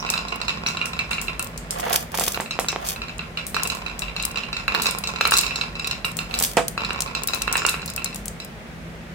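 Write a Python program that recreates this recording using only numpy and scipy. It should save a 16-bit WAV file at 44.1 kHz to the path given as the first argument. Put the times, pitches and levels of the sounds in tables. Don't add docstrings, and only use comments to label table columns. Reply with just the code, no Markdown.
import sys
import numpy as np
from scipy import signal
from scipy.fft import rfft, irfft
from scipy.io import wavfile

SR = 44100
rng = np.random.default_rng(int(sys.argv[2]) if len(sys.argv) > 2 else 0)


def int16_out(signal):
    q = np.round(np.clip(np.atleast_2d(signal).T, -1, 1) * 32767)
    wavfile.write(sys.argv[1], SR, q.astype(np.int16))


N = 403074
SIZE = 4096
T, HZ = np.arange(SIZE) / SR, np.fft.rfftfreq(SIZE, 1 / SR)
EDGE_HZ = 16000

# frequency in Hz, relative density in dB per Hz.
AIR_SPECTRUM = [(20, -26), (45, -13), (80, -3), (120, 1.5), (220, -11.5), (300, -7), (600, -5), (1000, -12),
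                (2000, -10.5), (4000, -22), (8000, -29.5), (15000, -37)]
AIR_DB = -36.5
# frequency in Hz, width in Hz, relative level in dB.
HUM_MODES = [(48.3, 4.5, 11.9), (62.8, 5.6, 5.8), (164.5, 12.3, 7.14), (201.3, 2.6, 8.9), (235, 21.4, 1.3)]
# frequency in Hz, correlation from 0 to 1.
STEREO_LIKENESS = [(40, 0.88), (160, 0.92), (400, 0.92), (1000, 0), (3000, 0)]
# frequency in Hz, 60 dB decay time in seconds.
ROOM_DECAY = [(200, 0.5), (1000, 0.26), (3000, 0.28), (8000, 0.25), (15000, 0.24)]

# frequency in Hz, width in Hz, relative level in dB.
PLANK_MODES = [(1062, 76, 1.5), (1408, 100, -0.5), (1700, 1500, -43), (2387, 230, 0), (2480, 290, -7),
               (2655, 107, 2.5), (3590, 88, -5.5), (3994, 92, -0.5), (4830, 390, -20.5), (5110, 170, -3.5),
               (5360, 740, -14.5), (7050, 450, -12.5)]
# frequency in Hz, relative level in dB, 60 dB decay time in seconds.
BEND_TONES = [(1317, -16, 0.038), (2418, -11, 0.035), (2685, -2, 0.043), (3866, -7, 0.036),
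              (4080, -1.5, 0.025), (4460, -12, 0.023), (4850, -13, 0.033), (5630, -17, 0.054),
              (6600, -16.5, 0.03), (7710, -10.5, 0.018)]
# frequency in Hz, width in Hz, relative level in dB.
TUB_MODES = [(386, 69, 5), (520, 37, 8), (710, 61, 8), (880, 670, 7), (1170, 190, 3), (1500, 250, -30),
             (2240, 2400, 1.5), (3200, 1500, -16.5)]
# frequency in Hz, relative level in dB, 60 dB decay time in seconds.
TUB_TONES = [(484.6, -11.5, 0.13), (636, -60, 0.07), (674, -9.5, 0.12)]

# start in seconds, length in seconds, relative rumble level in dB.
ROLLING_RUNS = [(0, 1.55, -30), (2.351, 1.09, -40), (3.54, 1.28, -33.5), (4.678, 1.76, -30.5),
                (6.78, 0.7, -32.5), (7.498, 0.67, -40)]
AWAY_DB_PER_S, STOP_S, STOP_DB = 9.5, 0.21, 11

# start in seconds, level in dB.
ZING_EVENTS = [(0.001, -31), (0.668, -24.5), (2.687, -25.5)]
# start in seconds, level in dB, hardness as relative treble in dB.
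WALL_KNOCKS = [(0.064, -27, -3), (0.090, -24, -11), (0.138, -19, -3), (0.177, -20.5, 0), (0.2836, -29, 7),
               (0.3227, -24, -19), (0.415, -23, -0.5), (0.4816, -19, -2.5), (0.493, -18.5, -9),
               (0.663, -18, -7), (0.686, -24, 9), (0.771, -23, -5), (0.814, -18.5, -18),
               (0.855, -26.5, -28), (0.933, -26.5, -4), (0.991, -18, -7), (1.1127, -20, -14),
               (1.131, -22, -4), (1.182, -21, -25), (1.282, -21, -13), (1.3951, -23.5, -18),
               (2.345, -24, -4), (2.509, -22, 1.5), (2.685, -17.5, 7), (3.018, -24.5, -8), (3.083, -33, -3),
               (3.1922, -24, -14), (3.373, -22, -7), (3.654, -26, -8), (3.700, -21.5, 6),
               (3.863, -24.5, -5.5), (3.882, -31, -14), (4.02, -23, -3), (4.082, -28.5, -14),
               (4.164, -23, 0), (4.199, -23.5, -2), (4.235, -25.5, -1), (4.358, -23, -8), (4.373, -21, -4),
               (4.434, -26, -14), (4.529, -22.5, -2.5), (4.567, -22, -5), (4.818, -28, 10), (4.833, -27, 7),
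               (4.8573, -17.5, 2), (4.8674, -16, 5), (5.038, -22.5, 5), (5.073, -22, 9), (5.16, -25, -5),
               (5.338, -12.5, 8), (5.368, -17, 17), (5.390, -15, 13), (5.434, -21.5, -7), (5.465, -22, 4),
               (5.508, -22.5, -13), (5.558, -21, 7.5), (5.6121, -18.5, -6.5), (5.754, -28.5, -7),
               (5.796, -23.5, -0.5), (5.845, -23, -2), (5.874, -24.5, 2), (5.911, -20, 2),
               (6.046, -18.5, -7), (6.1891, -20.5, -2), (6.340, -20, 4), (6.848, -22, -1.5),
               (7.150, -20, 2.5), (7.285, -21.5, 9), (7.335, -19, 4), (7.418, -23.5, -2),
               (7.578, -21.5, 17), (7.6877, -18, -1), (7.818, -33, 4), (7.878, -29.5, 17),
               (7.978, -24.5, -13), (8.059, -25.5, 4), (8.128, -35, -3), (8.401, -30, 4)]
GLANCE_BODY, BODY_PER_HARDNESS = -6, 0.27
REBOUND_S, REBOUND_LOSS_DB = 0.018, 11.5
LIGHT_DB, LIGHT_HARD_DB = -32.5, -7.5
# start in seconds, level in dB, first hop in seconds, hardness as relative treble in dB.
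PLANK_DROPS = [(3.545, -21, 0.021, 1), (3.566, -18, 0.031, -10), (4.680, -15, 0.041, -10.5),
               (4.748, -15, 0.05, -6), (5.210, -12.5, 0.042, -3.5), (5.253, -14, 0.017, -2.5),
               (5.3207, -12, 0.018, -4), (6.7774, -19.5, 0.029, -8), (6.906, -21.5, 0.04, -9),
               (7.4781, -17.5, 0.061, -13), (7.5545, -15, 0.065, -20), (7.650, -15, 0.092, -14)]
HOP_SHARE, HOP_LOSS_DB, LANDING_BODY = 0.94, 8, 7.5

# start in seconds, level in dB, relative room share in dB.
MARBLE_CLICKS = [(0.1019, -15, 0.5), (0.857, -24.5, 4), (1.110, -32.5, 12.5), (1.215, -24.5, 7),
                 (1.3948, -21, -1), (1.426, -23.5, -3), (1.445, -28, -1), (1.577, -27.5, 3.5),
                 (1.708, -18.5, 3), (1.799, -28, 3), (1.942, -19.5, -9), (2.197, -15.5, 4),
                 (2.322, -25, -4), (2.407, -27, 7.5), (2.597, -23, 8), (2.872, -28.5, 10),
                 (2.888, -18.5, -16), (3.467, -24.5, 6.5), (3.634, -16.5, -3), (3.674, -21.5, 2),
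                 (3.75, -30, 5.5), (3.993, -23, 1.5), (4.226, -24, -5), (4.252, -14.5, -6),
                 (4.821, -19, 8.5), (4.910, -22, 1), (4.986, -22, -2), (5.275, -20, -19), (5.310, -18, 7),
                 (5.332, -24, 5), (5.374, -12, -3), (5.385, -11.5, -2), (5.412, -20.5, 1),
                 (5.873, -22.5, -8), (6.051, -26, 6.5), (6.169, -22.5, 3), (6.389, -16, 3), (6.401, -21, 7),
                 (6.425, -13, 4), (6.438, -15.5, 4), (6.569, -20, 7.5), (6.682, -17, -4.5), (7.006, -17, 0),
                 (7.021, -19, -8), (7.235, -21.5, -9), (7.2738, -16, -6), (7.347, -21.5, 1),
                 (7.4206, -18.5, -5), (7.527, -15.5, -1), (7.570, -20.5, -12), (7.665, -14, 2),
                 (7.694, -17, 2.5), (7.860, -26, -1), (7.901, -26.5, -11), (7.963, -21, -5),
                 (8.0446, -17, -8), (8.1458, -28, -2), (8.1595, -26.5, 1), (8.2573, -25.5, -1),
                 (8.2815, -23.5, -3), (8.4478, -31.5, -8)]
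CLICK_HZ, CLICK_OCTAVES, TRACK_LEAN_DB, TUB_LEAN_DB = 8980, 0.11, 5, -2.5
SETTLE_S, LIGHT_CLICK_DB, LIGHT_ROOM_DB = 0.3, -33.5, -15

# start in seconds, swell in seconds, fade in seconds,
# relative chatter level in dB, relative rumble level in dB.
TUB_HANDFULS = [(1.70, 0.1, 0.069, -30, -30.5), (1.82, 0.14, 0.082, -17.5, -25),
                (2.118, 0.11, 0.18, -14.5, -33.5), (2.78, 0.099, 0.085, -22, -32),
                (6.29, 0.17, 0.092, -20, -33.5)]
CHATTER_SWELL_DB, RUMBLE_SWELL_DB, CHATTER_FADE_DB, RUMBLE_FADE_DB = 27.5, 5, 25.5, 12.5
RUMBLE_CREST_SHARE = 0.64
# start in seconds, blow level in dB, relative after-ring in dB.
TUB_THUDS = [(1.797, -29.5, -8), (1.866, -26, 10), (1.905, -26, 7), (1.943, -23.5, -1), (2.143, -24, -3),
             (2.1875, -22, -14), (2.2103, -23, -1), (2.278, -24.5, -8), (2.375, -23, -29),
             (2.401, -21.5, -7), (2.590, -16.5, -10.5), (2.646, -29, -19), (2.729, -26, -10),
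             (2.761, -21.5, -30), (6.411, -25.5, -4), (6.570, -11.5, 9.5)]


def amp(db):
    return 10 ** (np.asarray(db) / 20)


def evened(x):
    return x / np.sqrt(np.mean(x ** 2) + 1e-20)


def at_level(sound, db, count):
    return sound * amp(db) / np.sqrt(np.mean(sound[:, :count] ** 2))


def read(points, hz):
    f, value = np.transpose(points)
    return np.interp(np.log(hz + 1), np.log(f + 1), value)


def add(mix, s, sound):
    part = mix[:, max(round(s * SR), 0):][:, :sound.shape[1]]
    part += sound[:, :part.shape[1]]


def panned(lean_db):
    return amp([[lean_db / 2], [-lean_db / 2]])


def played(curves):
    t = np.arange(N) / SR
    gains = [amp(np.interp(t, *np.transpose(points), left=-np.inf, right=-np.inf)) for points in curves]
    return sum(gains)


def peaks(modes, hz):
    return np.sqrt(sum(amp(db) ** 2 / (1 + (2 * (hz - f) / width) ** 2) for f, width, db in modes))


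def above(edge_hz, hz=HZ, order=2):
    return 1 / np.sqrt(1 + (edge_hz / (hz + 1)) ** (2 * order))


def hump(centre_hz, octaves, skirt_db):
    bell = np.exp(-0.5 * (np.log2((HZ + 1) / centre_hz) / octaves) ** 2)
    return bell + amp(skirt_db)


def colour(x, gain):
    cepstrum = irfft(np.log(np.maximum(gain, 1e-5)))
    cepstrum[1:SIZE // 2] *= 2
    cepstrum[SIZE // 2 + 1:] = 0
    response = irfft(np.exp(rfft(cepstrum)))
    return signal.oaconvolve(x, response[None], axes=1)[:, :x.shape[1]]


def scatter(t60):
    paths = rng.standard_normal((2, SIZE)) * amp(-60 * T / t60)
    return paths / np.linalg.norm(paths, axis=1, keepdims=True)


def contact(lag):
    delay = np.array([[max(lag, 0)], [max(-lag, 0)]])
    return np.sinc((T - T[8] - delay) * SR)


def ringing(modes, detune, uneven_db, rise_s):
    hz, db, t60 = np.transpose(modes)[:, :, None, None]
    t = np.arange(2 * SIZE) / SR
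    hz = hz * (1 + detune * rng.standard_normal(hz.shape))
    db = db + uneven_db * rng.standard_normal(db.shape)
    apart = rng.uniform(-1.04, 1, (len(hz), 2, 1)) * np.minimum(hz / 6000, 0.5)
    phase = rng.random(hz.shape) + apart
    tones = amp(db - 60 * t / t60) * np.sin(2 * np.pi * (hz * t + phase))
    return tones.sum(0) * np.minimum(t / rise_s, 1)


def grains(per_s, spread_db):
    size = amp(spread_db * np.minimum(rng.exponential(1, N), 4))
    return size * rng.choice([-1, 1], N) * (rng.random(N) < per_s / SR)


def patter(per_s, spread_db, t60, gain):
    impacts = grains(per_s, spread_db)[None]
    spread = signal.oaconvolve(impacts, scatter(t60), axes=1)[:, :N]
    return evened(colour(spread, gain))


def moments(count):
    return [s + length * (k + rng.random()) / count for s, length, _ in ROLLING_RUNS for k in range(count)]


def background():
    hz = np.fft.rfftfreq(N, 1 / SR)
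    a, b = rfft(rng.standard_normal((2, N)))
    same = np.clip(read(STEREO_LIKENESS, hz), 0, 1)
    pair = np.array([a, same * a + np.sqrt(1 - same ** 2) * b])
    hums = peaks(HUM_MODES, hz) * amp(read([(240, 3), (400, -25)], hz))
    gain = np.hypot(amp(read(AIR_SPECTRUM, hz)), hums) * above(41, hz, order=5)
    return amp(AIR_DB) * evened(irfft(pair * gain, N)) * panned(-0.43)


def runs():
    curves = []
    for s, length, db in ROLLING_RUNS:
        far_db = db - AWAY_DB_PER_S * length
        curves.append([(s, db), (s + length, far_db), (s + length + STOP_S, far_db - STOP_DB)])
    return curves


def rolling(level_db=-1, body_db=3, hard_db=-3):
    tilt = read([(500, body_db + 17.0), (1600, body_db), (2600, 0.5), (3800, hard_db)], HZ)
    plank = peaks(PLANK_MODES, HZ) * above(266) * amp(tilt)
    rumble = patter(per_s=450, spread_db=6.5, t60=0.0028, gain=plank)
    return rumble * amp(level_db) * played(runs())


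def zings(zing_hz=5600, octaves=0.12, t60=0.08):
    out = np.zeros((2, N))
    for s, db in ZING_EVENTS:
        zing = colour(scatter(t60), hump(zing_hz, octaves, skirt_db=-27))
        add(out, s, at_level(zing, db, count=265))
    return out


def blows(count=4):
    for s, db, hop_s, hard_db in PLANK_DROPS:
        for k in range(count):
            yield s, db - HOP_LOSS_DB * k, LANDING_BODY, hard_db
            s += hop_s * HOP_SHARE ** k
    for s, db, hard_db in WALL_KNOCKS:
        body = GLANCE_BODY + BODY_PER_HARDNESS * hard_db
        yield s, db, body, hard_db
        yield s + REBOUND_S * rng.uniform(0.6, 1.3), db - REBOUND_LOSS_DB, body, LIGHT_HARD_DB
    for s in moments(count=5):
        yield s, LIGHT_DB + 2 * rng.standard_normal(), GLANCE_BODY, LIGHT_HARD_DB


def knocks(tock_hz=1300, tock_db=-7, tock_slope=0.65, judder_db=-16, judder_t60=0.28, hops_per_s=420, lean_db=-2):
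    out, plank = np.zeros((2, N)), peaks(PLANK_MODES, HZ) * above(160)
    low_wall = amp(-6.5) * hump(432, octaves=0.49, skirt_db=-46)
    wall = (hump(tock_hz, octaves=0.37, skirt_db=-22.5) + low_wall) * above(170)
    for s, db, body, hard_db in blows():
        tilt = read([(1700, body * 0.04), (2300, 0), (2900, 0.015), (3800, hard_db * 0.54), (6000, hard_db)], HZ)
        tones = ringing(BEND_TONES, detune=0.02, uneven_db=1.0, rise_s=0.00047)[:, :SIZE]
        bend = at_level(tones, 0, count=265)
        push = contact(rng.uniform(-0.000088, 1e-4)) + amp(-1.5) * scatter(0.0093)
        tock = at_level(colour(push, wall), tock_db + tock_slope * body, count=265)
        hops = rng.choice([-1, 1], SIZE) * (rng.random(SIZE) < hops_per_s / SR) * amp(-60 * T / judder_t60)
        shaking = signal.oaconvolve(hops[None], scatter(0.0069), axes=1)[:, :SIZE]
        judder = at_level(colour(shaking, plank), judder_db, count=SIZE)
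        knock = at_level(colour(bend + tock + judder, amp(tilt)), db, count=265)
        add(out, s, knock * panned(lean_db + 1.86 * rng.standard_normal()))
    return out


def collisions():
    light = [(s, LIGHT_CLICK_DB, LIGHT_ROOM_DB) for s in moments(count=2)]
    for s, db, room_db in MARBLE_CLICKS + light:
        in_tub = any(start < s < start + swell + fade + SETTLE_S for start, swell, fade, _, _ in TUB_HANDFULS)
        centre_hz = CLICK_HZ * 2 ** (CLICK_OCTAVES * rng.standard_normal())
        yield s, db, centre_hz, TUB_LEAN_DB if in_tub else TRACK_LEAN_DB, room_db


def clicks(spray_db=3, spray_t60=0.018, echo_db=-7, echo_t60=0.045, top_db=-4, top_db_per_octave=22):
    direct, sent = np.zeros((2, 2, N))
    for s, db, centre_hz, lean_db, room_db in collisions():
        treble_db = top_db + top_db_per_octave * np.log2(centre_hz / 8400)
        tilt = read([(5000, 4.5), (6300, 2.5), (8200, 5.5), (10300, treble_db), (15500, treble_db + 0.5)], HZ)
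        edge = amp(tilt) * above(2900)
        reflections = amp(spray_db) * scatter(spray_t60) + amp(echo_db) * scatter(echo_t60)
        blow = contact(rng.uniform(-0.00016, 1e-4)) + reflections
        click = at_level(colour(blow, hump(centre_hz, octaves=0.58, skirt_db=-5.0) * edge), db, count=132)
        add(direct, s - T[8], click * panned(lean_db))
        add(sent, s, click * amp(room_db))
    return direct, sent


def handfuls():
    chatter, rumble = [], []
    for s, swell, fade, chatter_db, rumble_db in TUB_HANDFULS:
        crest, end = s + swell, s + swell + fade
        early_crest = s + swell * RUMBLE_CREST_SHARE
        chatter.append([(s, chatter_db - CHATTER_SWELL_DB), (crest, chatter_db), (end, chatter_db - CHATTER_FADE_DB)])
        rumble.append([(s, rumble_db - RUMBLE_SWELL_DB), (early_crest, rumble_db), (end, rumble_db - RUMBLE_FADE_DB)])
    return played(chatter), played(rumble)


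def stirring(chatter_db=-3, rumble_db=-1, chatter_hz=7000, dull_hz=1500):
    bright = hump(chatter_hz, octaves=1.5, skirt_db=-38) * above(1400)
    hollow = peaks(TUB_MODES, HZ) * above(340) / np.hypot(1, HZ / dull_hz)
    chatter = patter(per_s=520, spread_db=6.5, t60=0.022, gain=bright)
    rumble = patter(per_s=800, spread_db=3.5, t60=0.0082, gain=hollow)
    chatter_gain, rumble_gain = handfuls()
    return amp(chatter_db) * chatter_gain * chatter + amp(rumble_db) * rumble_gain * rumble


def thuds(rattle_db=4, rattle_t60=0.12, soft_hz=2200, lean_db=-3):
    out, hollow = np.zeros((2, N)), peaks(TUB_MODES, HZ) * above(143) / np.hypot(1, HZ / soft_hz)
    for s, db, ring_db in TUB_THUDS:
        rattle = scatter(rattle_t60)
        shared = rattle + 0.5 * rattle[::-1]
        blow = contact(5e-5) + amp(rattle_db + ring_db) * shared
        add(out, s, at_level(colour(blow, hollow), db, count=265))
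        tones = ringing(TUB_TONES, detune=0.0017, uneven_db=0.5, rise_s=0.0012)
        add(out, s, amp(db + ring_db) * tones)
    return out * panned(lean_db)


def room(x, build_s=0.00079):
    hz, t, z = signal.stft(rng.standard_normal((2, SR // 2)), SR, nperseg=256)
    decay = amp(-60 * t / read(ROOM_DECAY, hz)[:, None])
    tail = signal.istft(z * decay, SR, nperseg=256)[1]
    tail *= np.minimum(np.arange(tail.shape[1]) / SR / build_s, 1)
    return signal.fftconvolve(x, tail / np.linalg.norm(tail[0]), axes=1)[:, :N]


def scene(wood_room_db=-6, click_room_db=-6, tub_room_db=-9):
    wood = rolling() + zings() + knocks()
    click, click_sent = clicks()
    tub = stirring() + thuds()
    wet = room(amp(wood_room_db) * wood + amp(click_room_db) * click_sent + amp(tub_room_db) * tub)
    return background() + wood + click + tub + wet


def record(dry):
    low_pass = signal.firwin(255, EDGE_HZ, window=("kaiser", 8), fs=SR)
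    return signal.oaconvolve(np.clip(dry, -1, 1), low_pass[None], "same")


dry = scene()
out = record(dry)
int16_out(out)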